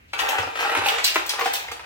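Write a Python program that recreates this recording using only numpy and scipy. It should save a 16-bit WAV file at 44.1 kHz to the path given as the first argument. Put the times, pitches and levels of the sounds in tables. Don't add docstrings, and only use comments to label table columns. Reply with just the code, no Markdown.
import sys
import numpy as np
from scipy import signal
from scipy.fft import rfft, irfft, next_fast_len
from scipy.io import wavfile

SR = 44100
rng = np.random.default_rng(int(sys.argv[2]) if len(sys.argv) > 2 else 0)


def voltage_ratio(decibels):
    exponent = np.asarray(decibels, float) / 20
    return 10 ** exponent


def pcm_store(signal):
    levels = np.round(np.clip(np.atleast_2d(signal), -1, 1) * 32767)
    wavfile.write(sys.argv[1], SR, levels.astype(np.int16).T)


N = 81585


def unit(x):
    return x / np.sqrt(np.mean(x ** 2) + 1e-20)


def along(points, hz):
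    f, v = np.transpose(points)
    return np.interp(np.log(hz + 1), np.log(f + 1), v)


def filtered(x, response):
    m = next_fast_len(x.shape[-1] + 8192)
    spectrum = rfft(x, m) * response(np.fft.rfftfreq(m, 1 / SR))
    return irfft(spectrum, m)[..., :x.shape[-1]]


def peak(hz, centre, width):
    return 1j * hz * width / (centre ** 2 - hz ** 2 + 1j * hz * width)


def spikes(s, size):
    return np.bincount(np.clip((s * SR).astype(int), 0, N - 1), size, N)


# f/Hz, correlation
LIKENESS = [(60, 1), (130, 0.75), (290, 0.36), (640, -0.59), (1400, -0.67), (3770, -0.11), (15000, 0.083)]


def alike_pair(pair):
    def turn(hz):
        return np.arccos(np.clip(along(LIKENESS, hz), -1, 1)) / 2
    mid, side = filtered(pair, lambda hz: np.array([np.cos(turn(hz)), np.sin(turn(hz))]))
    return np.array([mid + side, mid - side])


# f/Hz, density/dB per Hz
FLOOR = [(15, -47), (25, -30), (59, -2.5), (160, -16), (400, -19.5), (1110, -23), (2550, -16), (3500, -30),
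         (9500, -43), (15800, -41)]
FLOOR_DB = -54


def floor():
    noise = filtered(rng.standard_normal((2, N)), lambda f: voltage_ratio(along(FLOOR, f)))
    return voltage_ratio(FLOOR_DB) * unit(alike_pair(noise))


SLIDE_S, SLIDE_DB, SLIDE_HZ, SLIDE_WIDTH_HZ = 0.081, -62.5, 3000, 3300


def slide():
    t = np.arange(N) / SR
    hiss = unit(filtered(rng.standard_normal(N), lambda f: peak(f, SLIDE_HZ, SLIDE_WIDTH_HZ) ** 2))
    return voltage_ratio(SLIDE_DB) * hiss * (t > SLIDE_S) * (t < KNOCKS[0][0])


# t/s, effort/dB, hardness/dB
TUMBLE = [(.131, -36.5, -18), (.185, -36.5, -4), (.25, -28.5, -3), (.36, -28, -42), (.44, -37.5, -31),
          (0.538, -43, 5), (0.598, -30.5, 7), (.7, -28, -8), (.8, -29.5, -3.5), (.93, -33.5, 6.5),
          (1.027, -50.5, 22.5), (1.14, -51, 18.5), (1.27, -46.5, 12), (1.38, -36, 0), (1.5, -41.5, 11),
          (1.62, -47.5, 10.5), (1.75, -50, 3), (1.85, -52, 8)]
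TUMBLE_PER_S, TUMBLE_SCATTER_DB, TUMBLE_DB = 500, 7, -2.5
# t/s, peak level/dB, depth/dB, hardness/dB
KNOCKS = [(0.132, -10, -12.5, 2), (0.19, -10.5, -8, 12), (0.221, -12, -1.5, -11), (0.284, -9, -19, 9.5),
          (0.319, -13, 8.5, -6), (0.383, -15, 9, 13), (0.43, -24, 20.5, 1), (0.47, -20, 16, -19),
          (0.556, -19.5, 15, 11), (0.603, -12, 7, -3), (0.648, -14.5, 11, -7), (0.717, -18.5, 17, 12.5),
          (0.751, -8.5, 4, 6.5), (0.769, -10.5, -13, 10.5), (0.818, -18, 19.5, -8), (0.85, -16.5, -23, 16),
          (0.86, -9.5, 9.5, 0), (0.884, -1, -11, -29), (0.918, -19, 13, 12.5), (0.982, -20, -8, 17.5),
          (1.158, -6, -4, 5), (1.19, -14, 0, 5), (1.334, -24.5, 16, -17), (1.39, -10, 2.5, 1),
          (1.409, -11.5, 0, 9.5), (1.457, -8.5, 7.5, 4), (1.533, -15.5, -13, 8), (1.48, -24, 2, -6),
          (1.682, -22, -7, 8), (1.715, -33, 23.5, 16.5), (1.794, -25.5, -0.5, 8)]
KNOCK_DB, HEAP_S = -14.5, .012
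HEAP_PEAK, HEAP_FALL_DB = 0.23, 12


def contacts(count=9):
    s, db, depth, hard = np.transpose(KNOCKS)[:, :, None]
    luck = rng.random((len(KNOCKS), 2, count))
    late = luck[:, 0] ** 1.5 * (np.arange(count) > 0)
    heap_db = db + KNOCK_DB - 6 * luck[:, 1] - HEAP_FALL_DB * abs(late - HEAP_PEAK)
    heaps = np.broadcast_arrays(s + HEAP_S * late, heap_db, depth, hard)

    when, effort, hardness = np.transpose(TUMBLE)
    luck = rng.random((2000, 2))
    t = when[0] + np.cumsum(-np.log(luck[:, 0])) / TUMBLE_PER_S
    loose_db = np.interp(t, when, effort) + TUMBLE_DB + TUMBLE_SCATTER_DB * luck[:, 1] ** 2
    loose_db -= 200 * (t > N / SR)
    loose = (t, loose_db, 0 * t, np.interp(t, when, hardness))
    return [np.append(a, b) for a, b in zip(heaps, loose)]


# f/Hz, width/Hz, level/dB
SHELL = [(330, 310, -18.5), (470, 97, -12.5), (614, 15.5, -30.5), (797, 63, -7.5), (812, 54, -16),
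         (927, 79, -11), (1210, 100, -7), (1351, 160, -2.5), (1590, 124, -5), (1896, 133, -5),
         (2422, 91, -10), (2620, 254, -3.5), (3000, 294, -5), (3610, 360, -10)]
MODE_SCATTER_DB, DEEP_HZ = 3, 1100
# f/Hz, density/dB per Hz
CRACK = [(150, -68), (250, -33), (348, -17), (660, -9.5), (799, -5), (1060, -8), (2380, -2.5), (4610, -15),
         (15800, -35)]
CRACK_DB, CRACK_S = -7, 0.0062


def shaker():
    s, db, depth, hard = contacts()
    size = (len(s), len(SHELL))
    mix = voltage_ratio(MODE_SCATTER_DB * rng.standard_normal(size)) * rng.choice([-1, 1], size)
    ring = np.zeros(N)
    for k, (hz, width, level) in enumerate(SHELL):
        drive_db = db + level + depth / (1 + (hz / DEEP_HZ) ** 2)
        blows = spikes(s, voltage_ratio(drive_db) * mix[:, k])
        ring += filtered(blows, lambda f: peak(f, hz, width) * SR / (2 * np.pi * width))

    t = np.arange(SR // 20) / SR
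    power = signal.fftconvolve(spikes(s, voltage_ratio(2 * (db + hard))), voltage_ratio(-20 * t / CRACK_S))[:N]
    grit = unit(filtered(rng.standard_normal(N), lambda f: voltage_ratio(along(CRACK, f))))
    return ring + voltage_ratio(CRACK_DB) * np.sqrt(abs(power)) * grit


# t/s, peak level/dB, f/Hz, width/f, sizzle/dB
CLACKS = [(0.134, -21, 2380, 0.24, -27), (0.182, -32, 3820, 1.5, -8), (0.2, -18.5, 3620, 1.1, -11),
          (.201, -19.5, 1890, 0.073, -40), (.289, -12.5, 3000, 0.51, -10), (.385, -29, 4560, 1.3, -9),
          (0.429, -22.5, 4830, 0.22, -40), (.5568, -32, 4000, 0.91, -19), (.604, -18, 3000, 1.3, -15),
          (.744, -34, 3200, 0.51, -22), (.8467, -13, 2270, .5, -22), (0.862, -5.5, 2680, 0.28, -18.5),
          (0.886, -5.5, 3000, 0.74, -21), (1.144, -15, 3880, 1.2, -11), (1.263, -18.5, 3550, 1.1, -11),
          (1.393, -19.5, 2300, 1.1, -7), (1.448, -14, 4000, 0.98, -22), (1.459, -14.5, 3460, 1.1, -20),
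          (1.532, -24, 6000, 1.4, 0.5), (1.5365, -10.5, 4620, 0.47, -11), (1.555, -12, 3620, 0.92, -35),
          (1.684, -31, 2430, 0.16, -24), (1.7157, -16.5, 2860, 1.8, -27)]
CRASHES = [
    (1.039, -18, 4430, 1, -6),
    (1.0432, 1, 4360, 0.46, -15.5),
    (1.057, -14.5, 4400, 0.53, -14),
    (1.078, -7, 3000, 0.31, -25),
    (1.2927, -8.5, 4500, 1, -22),
    (1.296, -11.5, 4997, 0.43, -28),
]
THUDS = [(.232, -19, 797, 0.055, -40), (.285, -19, 797, 0.1, -40), (.769, -24.5, 342, 0.47, -40),
         (.859, -13, 806, 0.043, -38), (.878, -18, 797, 0.065, -40), (1.1582, -5.5, 1224, 0.91, -30),
         (1.157, -25, 330, 0.48, -40), (1.334, -28.5, 795, 0.17, -40), (1.408, -18.5, 1100, 0.097, -40),
         (1.417, -25, 453, 0.19, -40), (1.424, -27.5, 780, 0.13, -40), (1.457, -17.5, 797, 0.13, -40),
         (1.477, -24.5, 809, 0.074, -40), (1.645, -33.5, 948, 0.083, -40), (1.668, -40, 870, 0.083, -40),
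         (1.686, -41, 980, .15, -40), (1.715, -36, 1310, 0.31, -40), (1.793, -34, 914, 0.2, -40)]
# chatter level/dB, chatter fall/s, undertone fall/s (per 20 dB)
AFTER_CLACK = (-15.5, 0.018, .02)
AFTER_CRASH = (-16, 0.023, .05)
AFTER_THUD = (-19, 0.02, 0.016)
# f/Hz, level/dB
SIZZLE = [(2000, -54), (6000, -0.5), (8000, -1.5), (10000, -9.5), (13000, -1), (15700, 0)]
CLACK_DB, SNAP_S, REBOUND_DB, CHATTER_RISE_S = -3, .006, -4, 0.00069
UNDERTONE, UNDERTONE_DB, OVERTONE, OVERTONE_DB = 0.63, 2.5, 1.65, -12
SIZZLE_DB, CLACK_S, SPRAY_RISE_S = 7, .012, 0.0035


def impact(hz, share, sizzle_db, shape, sinking, t, count=5):
    puff = rng.standard_normal((3, len(t)))
    luck = rng.random(count) * (np.arange(count) > 0)

    def band(f, ratio):
        return peak(f, ratio * hz, max(share, .03) * hz) ** 2

    def colour(f):
        return band(f, 1) + voltage_ratio(OVERTONE_DB) * band(f, OVERTONE)

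    blow_sizes = voltage_ratio(REBOUND_DB * (luck > 0) - 2.5 * luck)
    snap = filtered(np.bincount((luck * SNAP_S * SR).astype(int), blow_sizes, len(t)), colour)
    under = unit(filtered(puff[2], lambda f: band(f, UNDERTONE)))
    under *= voltage_ratio(UNDERTONE_DB) * min(share, 1)
    chatter = shape * unit(filtered(puff[0], colour)) + sinking * under
    spray = unit(filtered(puff[1], lambda f: voltage_ratio(along(SIZZLE, f))))
    spray *= voltage_ratio(-20 * t / CLACK_S) * (1 - np.exp(-t / SPRAY_RISE_S)) + shape
    return snap / abs(snap).max() + chatter + voltage_ratio(sizzle_db + SIZZLE_DB) * spray


def clacks():
    out, t = np.zeros(N + SR), np.arange(SR // 8) / SR
    groups = ((CLACKS, AFTER_CLACK), (CRASHES, AFTER_CRASH), (THUDS, AFTER_THUD))
    for rows, (chatter_db, chatter_s, under_s) in groups:
        rise = 1 - np.exp(-t / CHATTER_RISE_S)
        shape = voltage_ratio(chatter_db - 20 * t / chatter_s) * rise
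        sinking = voltage_ratio(chatter_db - 20 * t / under_s) * rise
        for s, db, hz, share, sizzle_db in rows:
            hit = impact(hz, share, sizzle_db, shape, sinking, t)
            out[round(s * SR):][:len(t)] += voltage_ratio(db + CLACK_DB) * hit
    return out[:N]


LOW_CUT_HZ = 250


def low_cut(x):
    return signal.sosfilt(signal.butter(6, LOW_CUT_HZ, "high", fs=SR, output="sos"), x)


# f/Hz, t60/s
ROOM = [(100, 0.22), (500, 0.49), (2000, 0.36), (5000, 0.38), (12000, 0.29)]
ROOM_DB, WALLS_DB, WALLS_S, LAG_S = -1, -8, .02, .0002
HELD_S = 0.11985


def room(x, count=8):
    out, length = np.zeros((2, N + SR)), SR // 2
    where = np.arange(N) / SR / HELD_S
    for k in range(int(N / SR / HELD_S) + 2):
        hz, t, z = signal.stft(rng.standard_normal((2, length)), SR, nperseg=256)
        z = z * voltage_ratio(-60 * t / along(ROOM, hz)[:, None])
        tail = alike_pair(signal.istft(z, SR, nperseg=256)[1][:, :length])
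        tail *= 1 - np.exp(-np.arange(length) / SR / 0.0089)
        answer = voltage_ratio(ROOM_DB) * tail / np.linalg.norm(tail[0])
        luck = rng.random((2, 2, count + 1))
        for ear in range(2):
            answer[ear, int(luck[ear, 0, 0] * 2 * LAG_S * SR)] += 1
            delay = .003 + WALLS_S * luck[0, 0, 1:] + 2 * LAG_S * luck[ear, 1, 1:]
            echo = voltage_ratio(WALLS_DB - 325 * delay) * np.sign(luck[1, 0, 1:] - .3)
            answer[ear, (delay * SR).astype(int)] += echo
        part = x * np.clip(1 - abs(where - k), 0, 1) ** .5
        out[:, :N + length - 1] += signal.fftconvolve(part[None], answer, axes=1)
    return out[:, :N]


# t/s, peak level/dB, f/Hz
THUMPS = [
    (0.299, -63, 97),
    (0.39, -38, 96),
    (0.457, -45, 97),
    (0.781, -40.5, 96.6),
    (0.827, -46, 96),
    (1.258, -59, 98),
    (1.406, -61, 98),
    (1.69, -50, 80),
    (1.75, -57, 60),
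]
THUMP_DB, THUMP_S = 10.5, 0.051
THUMP_EDGE, THUMP_EDGE_DB = 1.74, -11.5


def thumps():
    out, t = np.zeros(N + SR), np.arange(SR // 4) / SR
    for s, db, hz in THUMPS:
        body = np.sin(2 * np.pi * hz * t) * voltage_ratio(-20 * t / THUMP_S)
        edge = np.sin(2 * np.pi * THUMP_EDGE * hz * t) * voltage_ratio(THUMP_EDGE_DB - 20 * t / 0.04)
        rise = 1 - np.exp(-t / 0.0063)
        out[round(s * SR):][:len(t)] += voltage_ratio(db + THUMP_DB) * (body + edge) * rise
    return out[:N]


def scene():
    ice = low_cut(slide() + shaker() + clacks())
    return floor() + room(ice) * voltage_ratio([[.3], [-.3]]) * 1 + thumps()


def low_pass(x):
    return signal.sosfilt(signal.butter(12, 16990, fs=SR, output="sos"), x)


CEILING, TOP_HZ = .78, 15850


def record(dry):
    held = dry / (1 + abs(dry / CEILING) ** 4) ** (1 / 4)
    return low_pass(filtered(held, lambda hz: hz < TOP_HZ))


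dry = scene()
out = record(dry)
pcm_store(out)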